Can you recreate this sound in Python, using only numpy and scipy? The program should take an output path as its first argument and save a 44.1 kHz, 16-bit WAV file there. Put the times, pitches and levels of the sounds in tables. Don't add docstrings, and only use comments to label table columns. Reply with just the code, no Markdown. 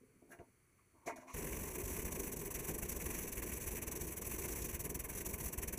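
import sys
import numpy as np
from scipy import signal
from scipy.fft import rfft, irfft
from scipy.io import wavfile
from scipy.ndimage import uniform_filter1d

SR = 44100
rng = np.random.default_rng(int(sys.argv[2]) if len(sys.argv) > 2 else 0)


def makeup_ratio(level_db):
    decades = np.asarray(level_db, float) / 20
    return 10 ** decades


def pcm_store(signal):
    levels = np.round(np.clip(np.atleast_2d(signal), -1, 1) * 32767)
    wavfile.write(sys.argv[1], SR, levels.astype(np.int16).T)


N = 254898

# t/s, strokes until the next row/1, hiss level/dB
MOTOR_A = [(1.337, 11, -49.5), (1.793, 3, -48.5), (1.97, 0, -50.0), (2.117, 4, -46.0), (2.269, 11, -46.5),
           (2.783, 4, -54.0), (3.012, 5, -44.0), (3.226, 10, -47.0), (3.706, 3, -46.0), (3.872, 2, -44.5),
           (3.951, 2, -44.0), (4.067, 4, -45.5), (4.265, 2, -43.0), (4.355, 7, -50.0), (4.64, 8, -45.5),
           (5.044, 7, -47.5), (5.329, 10, -48.5), (5.824, 0, -50.0)]
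MOTOR_B = [(1.361, 6, -49.5), (1.601, 6, -49.0), (1.897, 7, -47.0), (2.105, 12, -52.5), (2.54, 2, -44.5),
           (2.634, 7, -50.0), (2.886, 2, -43.0), (2.943, 5, -51.0), (3.175, 13, -50.0), (3.635, 6, -49.5),
           (3.916, 11, -51.5), (4.38, 7, -46.5), (4.617, 6, -53.0), (4.88, 0, -50.0), (5.4, 2, -43.0),
           (5.509, 0, -50.0), (5.576, 5, -44.5), (5.823, 0, -50.0)]
MOTOR_C = [(1.342, 9, -52.0), (1.78, 5, -47.0), (2.047, 3, -47.0), (2.262, 4, -49.0), (2.512, 4, -50.5),
           (2.821, 2, -43.0), (2.96, 1, -46.5), (2.998, 9, -49.0), (3.484, 2, -48.5), (3.571, 8, -49.0),
           (3.964, 4, -49.5), (4.244, 7, -49.5), (4.572, 3, -48.5), (4.804, 5, -47.5), (5.036, 2, -54.0),
           (5.177, 3, -43.5), (5.413, 7, -53.5), (5.786, 0, -50.0)]
MOTOR_D = [(1.37, 5, -51.0), (1.612, 4, -49.0), (1.873, 5, -46.5), (2.331, 6, -54.5), (2.68, 2, -44.0),
           (2.879, 6, -51.0), (3.364, 5, -52.0), (3.67, 2, -46.5), (3.827, 6, -53.0), (4.327, 5, -47.0),
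           (4.615, 2, -48.0), (4.752, 6, -50.5), (5.038, 4, -46.5), (5.257, 4, -52.0), (5.437, 2, -45.0),
           (5.616, 3, -49.0), (5.785, 0, -50.0)]
# attack/s, steepness of the rise/1, top level/dB, hold/s, release/(dB/s), tail level/dB
HISS_PUFF = (.009, .38, 0.2, .002, 1100, -27)
ROAR_PUFF = (.0095, .6, 2.0, .002, 950, -13.5)
RATTLE_PUFF = (.006, .4, -1.5, .024, 400, -9)
# f/Hz, level/dB
JET_SPECTRUM = [(2310, -39.2), (3300, -19.2), (4000, -20.1), (5100, -23.4), (5700, -9.7), (6700, -10.3),
                (8600, -12.1), (10000, -10.3), (12200, -9.3), (14000, -9.2), (15250, -4.5), (15400, -26.0),
                (15750, -42.3), (16000, -62.3)]
# f/Hz, width/Hz, lift/dB
JET_RESONANCES = [(3680, 120, 2.0), (4410, 180, 3.9), (6070, 600, 7.6), (7080, 290, 3.6),
                  (7860, 500, 9.1), (9140, 380, 5.0), (11060, 1400, 9.0), (12910, 600, 4.5),
                  (14710, 600, 3.2)]
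# f/Hz, level/dB
ROAR_SPECTRUM = [(320, -34), (550, 0), (668, -4), (788, -10.5), (923, -1.5), (1070, -0.5), (1310, -13),
                 (1540, -7), (2410, -2.5), (2880, -9.5), (3300, -20.5), (4290, -42), (7260, -120)]
# f/Hz, level/dB
FRAME_SPECTRUM = [(12, -19), (20, -4.5), (55, 2), (70, -1), (118, -5.5), (156, -6), (289, -10.5),
                  (353, -9.5), (425, -8), (570, -20.5), (665, -20), (800, -25), (1040, -30), (1760, -120)]
# f/Hz, level/dB, t60/s
FRAME_MODES = [(152.5, -9, 0.13), (247.4, -6, 0.096), (319.5, -9.5, 0.25), (362.4, -0.5, 0.1),
               (411.8, -1, 0.076), (487.6, -7, 0.089)]
# f/Hz, level/dB, t60/s
SHEET_MODES = [(119, 10, 0.067), (198, 3.5, 0.066), (256, 4, 0.13), (350, 4, 0.095), (430, -1.5, .1),
               (512, 1.5, 0.034), (607, -2, 0.088), (688, 1.5, 0.066), (792, -3.5, 0.077), (910, 1, 0.081),
               (1000, 0, 0.09), (1100, 3, 0.048), (1210, -2, 0.046), (1360, 0.5, 0.055), (1500, 0, .05),
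               (1620, 3, 0.045), (1830, 2, 0.029), (1990, -0.5, .05), (2160, 3.5, 0.032), (2240, 0, 0.056),
               (2427, 1, 0.051), (2650, -9, 0.069), (2820, -2, 0.036)]
# t/s, peak level/dB, centre f/Hz, t60/s
BUMPS = [(.13, -68.5, 257, .22), (.21, -59.5, 328, .12), (.238, -66, 330, .3), (.282, -59.5, 370, .25),
         (.322, -61.5, 600, .2), (.376, -57.5, 400, .11), (.385, -64.5, 2100, .06), (.392, -53, 496, .12),
         (.46, -69, 350, .11), (.935, -69.5, 400, .58), (1.052, -55, 250, .12), (1.066, -47, 600, .08),
         (1.088, -48, 1100, .06), (1.108, -53.5, 320, .29), (1.175, -61, 182, .1), (1.158, -62, 1920, .35),
         (1.284, -63, 400, .18)]
# t/s, peak level/dB, centre f/Hz, t60/s
PINGS = [(0, -63.5, 430, .56), (0, -65.5, 220, .38), (.315, -68.5, 2650, .1), (.389, -55.5, 130, .09),
         (.778, -73, 1160, .14), (.78, -78, 2270, .2), (1.062, -46, 410, .13), (1.072, -42, 690, .08),
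         (1.078, -49, 960, .14), (1.1, -59, 955, .31), (1.156, -55, 650, .1), (1.274, -53.5, 1100, .13)]
# t/s, peak level/dB, centre f/Hz, t60/s
SLIDES = [
    (.297, -56.5, 1640, .14),
    (.58, -73, 125, .4),
    (.93, -72, 1020, .9),
    (1.0, -68, 1020, .64),
    (1.052, -48, 605, .1),
    (1.056, -47.5, 2120, .17),
    (1.19, -61.5, 640, .6),
    (1.19, -62.5, 1000, .89),
    (1.2, -62, 300, .87),
    (1.262, -60, 2300, .17),
]
# t/s, peak level/dB, tilt of the top/dB, rise/s, t60/s
RASPS = [
    (.285, -82, 17, 0.0081, 0.17),
    (.306, -69.5, 12, .012, .11),
    (.388, -81, -6, 0.0074, 0.088),
    (1.056, -52, 0, 0.03, 0.095),
    (1.157, -61.5, 4, .003, 0.14),
    (1.2, -74, 3, 0.0088, 0.19),
    (1.265, -65, 1.5, 0.038, 0.21),
    (1.315, -64, -6, 0.02, 0.37),
]
# f/Hz, level/dB
RASP_SPECTRUM = [(2240, -34.1), (3200, -14.1), (4200, -9.8), (5100, -15.1), (5800, 1.1), (7500, -5.1),
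                 (8600, -11.4), (10800, -6.0), (12600, -19.7), (14200, -15.6), (15200, -12.0),
                 (15700, -36.8), (16000, -56.8)]
# f/Hz, width/Hz, lift/dB
RASP_DIPS = [(9650, 600, -8.9), (13600, 450, -10.0)]
# f/Hz, level/dB
RUMBLE_SPECTRUM = [(12, -39), (20, -12), (85, -5.5), (129, -4.5), (156, -12), (281, -15), (375, -12),
                   (468, -19.5), (900, -29.5), (1170, -61), (1980, -120)]
# f/Hz, level/dB
LEAK_SPECTRUM = [(630, -31), (900, -11), (1500, -6), (2500, -10), (3000, -14), (3900, -21), (5500, -19),
                 (7000, -13), (9500, -14), (11000, -13), (12400, -17), (14500, -16), (15250, -22),
                 (15800, -45)]
# f/Hz, width/Hz, lift/dB
LEAK_PEAKS_AND_DIPS = [(1130, 400, 5.5), (2210, 400, 9.2), (4450, 570, 10.4), (4950, 60, -12.0),
                       (6040, 620, 9.2), (7860, 460, 4.1), (8860, 650, 6.4), (10100, 580, 12.0),
                       (13190, 710, 6.1), (15120, 560, 12.0), (5000, 220, -5), (4080, 150, -4), (3450, 150, -4)]

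START_S, SURGE_S = 1.34, .2
STROKE_T = np.arange(0, .088, 1 / SR)


def air_motors():
    s, level_db = strokes()
    return exhaust_hiss(s, level_db) + exhaust_roar(s, level_db) + frame(s, level_db) + thump(s, level_db)


def strokes():
    rows = []
    for motor in (MOTOR_A, MOTOR_B, MOTOR_C, MOTOR_D):
        for (s, count, level_db), (until, *_) in zip(motor, motor[1:]):
            rows += [(s + k * (until - s) / count, level_db) for k in range(count)]
    s, level_db = np.transpose(rows)
    return s + .0004 * rng.standard_normal(len(s)), varied(level_db, 1.1)


def exhaust_hiss(s, level_db):
    running, _ = since_start()
    dull, thin = split(tilted(coloured(JET_SPECTRUM, JET_RESONANCES), .1 + .3 * running), 7000)
    shape_db = puff_db(*HISS_PUFF)
    hiss = envelope(s, level_db, shape_db) * thin * flutter(hz=247, depth_db=0.86)
    hiss += envelope(s, varied(level_db, 2.2), 0.8 * shape_db) * dull * flutter(hz=200, depth_db=1.06)
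    return makeup_ratio(-0.1) * hiss


def exhaust_roar(s, level_db):
    running, surge = since_start()
    hollow, bright = split(coloured(ROAR_SPECTRUM), 1300)
    shape_db = puff_db(*ROAR_PUFF)
    roar = envelope(s, varied(level_db, 2.5), shape_db) * bright * flutter(hz=120, depth_db=0.93)
    hollow_envelope = envelope(s, varied(level_db, 3.2), 0.52 * shape_db)
    roar += makeup_ratio(-3.0) * hollow_envelope * hollow * flutter(hz=60, depth_db=0.3)
    return makeup_ratio(-8.8 - .3 * running + 4.8 * surge) * roar


def frame(s, level_db):
    running, surge = since_start()
    shake = envelope(s, varied(level_db, 1.93), puff_db(*RATTLE_PUFF))
    low, high = split(coloured(FRAME_SPECTRUM), 130)
    gust = makeup_ratio(-4.5) * envelope(s, varied(level_db, 2.4), puff_db(*ROAR_PUFF)) * low
    rattle = makeup_ratio(-3.5) * shake * high
    ringing = rms_one(body(shake * grit(per_s=410, spread_db=3), FRAME_MODES))
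    ringing *= makeup_ratio(-10) * np.sqrt(np.mean(shake ** 2))
    return makeup_ratio(1.8 - .6 * running + 4.0 * surge) * (gust + rattle + ringing)


def thump(s, level_db):
    t = STROKE_T
    wave = -(t / .013) ** 2 * np.exp(2 - 2 * t / .013) * np.cos(2 * np.pi * 60 * (t - .012))
    pushes = train(s - .004, makeup_ratio(varied(level_db, 2)))
    return signal.fftconvolve(pushes, makeup_ratio(-3) * wave)[:N]


def since_start():
    running = np.maximum(np.arange(N) / SR - START_S, 0)
    return running, np.exp(-running / SURGE_S)


def puff_db(attack, steep, top_db, hold, db_per_s, tail_db):
    rise_db = steep * 20 * np.log10(np.clip(STROKE_T / attack, .01, 1))
    fall_db = top_db - db_per_s * np.maximum(STROKE_T - attack - hold, 0)
    return rise_db + np.maximum(fall_db, tail_db)


def envelope(s, level_db, shape_db):
    power = signal.fftconvolve(train(s, makeup_ratio(2 * level_db)), makeup_ratio(2 * shape_db))
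    return np.sqrt(np.maximum(power[:N], 0))


def varied(level_db, spread_db):
    return level_db + spread_db * rng.standard_normal(len(level_db))


def sheet():
    return sheet_knocks() + sheet_rasps()


def sheet_knocks():
    out, contact = np.zeros(N), grit(per_s=2000, spread_db=4.5)
    kinds = ((BUMPS, .85, .0035), (PINGS, .22, .004), (SLIDES, .28, .02))   # rows, spread/octave, rise/s
    knocks = [(*row, spread, rise) for rows, spread, rise in kinds for row in rows]
    for k, (s, peak_db, centre_hz, t60, spread, rise) in enumerate(knocks):
        shape = swell(rise, t60)
        near = []
        for hz, level_db, mode_t60 in SHEET_MODES:
            distance = np.log2(hz / centre_hz) / spread
            near.append((hz, level_db - 6 * distance ** 2, mode_t60))
        sound = body(shape * contact[k * 6000:k * 6000 + len(shape)], near)
        peak = np.sqrt(uniform_filter1d(sound ** 2, size=441).max())
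        add(out, makeup_ratio(peak_db) * sound / peak, s)
    return out


def sheet_rasps():
    out, rasp = np.zeros(N), coloured(RASP_SPECTRUM, RASP_DIPS)
    for s, peak_db, tilt_db, rise, t60 in RASPS:
        shape = swell(rise, t60)
        rubbing = tilted(rasp[int(s * SR):][:len(shape)], tilt_db)
        add(out, makeup_ratio(peak_db) * shape * rubbing, s)
    return out


def swell(rise, t60):
    t = np.arange(0, .6, 1 / SR)
    shape = (1 - np.exp(-t / rise)) ** 2 * makeup_ratio(-60 * t / t60)
    return shape / shape.max()


def shed():
    rumble = makeup_ratio(-74.5) * coloured(RUMBLE_SPECTRUM) * flutter(hz=20, depth_db=1.0)
    return rumble + makeup_ratio(-77) * coloured(LEAK_SPECTRUM, LEAK_PEAKS_AND_DIPS)


def rms_one(x):
    return x / np.sqrt(np.mean(x ** 2) + 1e-20)


def coloured(spectrum, lifts=()):
    hz = np.maximum(np.fft.rfftfreq(N, 1 / SR), 1)
    points = np.array(spectrum)
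    level_db = np.interp(np.log(hz), np.log(points[:, 0]), points[:, 1], left=-90, right=-90)
    for centre_hz, width_hz, lift_db in lifts:
        level_db = level_db + lift_db / (1 + (2 * (hz - centre_hz) / width_hz) ** 2)
    return rms_one(irfft(rfft(rng.standard_normal(N)) * makeup_ratio(level_db), N))


def ring(clicks, hz, t60):
    r, w = makeup_ratio(-60 / (t60 * SR)), 2 * np.pi * hz / SR
    return signal.lfilter([0, np.sin(w)], [1, -2 * r * np.cos(w), r * r], clicks + 1e-18)


def body(drive, modes):
    out = 0
    for k, (hz, level_db, t60) in enumerate(modes):
        out = out + (-1) ** k * makeup_ratio(level_db) * ring(drive, hz, t60)
    return out


def grit(per_s, spread_db):
    sizes = makeup_ratio(spread_db * np.minimum(rng.exponential(1, N), 4)) * rng.choice([-1, 1], N)
    return rms_one(sizes * (rng.random(N) < per_s / SR))


def train(times, heights):
    out = np.zeros(N)
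    np.add.at(out, np.minimum((times * SR).astype(int), N - 1), heights)
    return out


def flutter(hz, depth_db):
    low_pass = signal.butter(2, hz, fs=SR, output="sos")
    return makeup_ratio(depth_db * rms_one(signal.sosfilt(low_pass, rng.standard_normal(N))))


def split(x, hz):
    low = signal.sosfiltfilt(signal.butter(4, hz, fs=SR, output="sos"), x)
    return low, x - low


def tilted(x, tilt_db):
    low, top = split(x, 9500)
    return low + makeup_ratio(tilt_db) * top


def add(out, sound, s):
    at = int(s * SR)
    out[at:at + len(sound)] += sound


def scene():
    return (air_motors() + sheet() + shed())[None]


def top_cut(x):
    return signal.sosfilt(signal.butter(12, 16410, fs=SR, output="sos"), x)


def record(dry):
    low_pass = signal.ellip(6, .3, 30, 15380, fs=SR, output="sos")
    mix = signal.sosfilt(low_pass, dry)
    return top_cut(mix)


dry = scene()
out = record(dry)
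pcm_store(out)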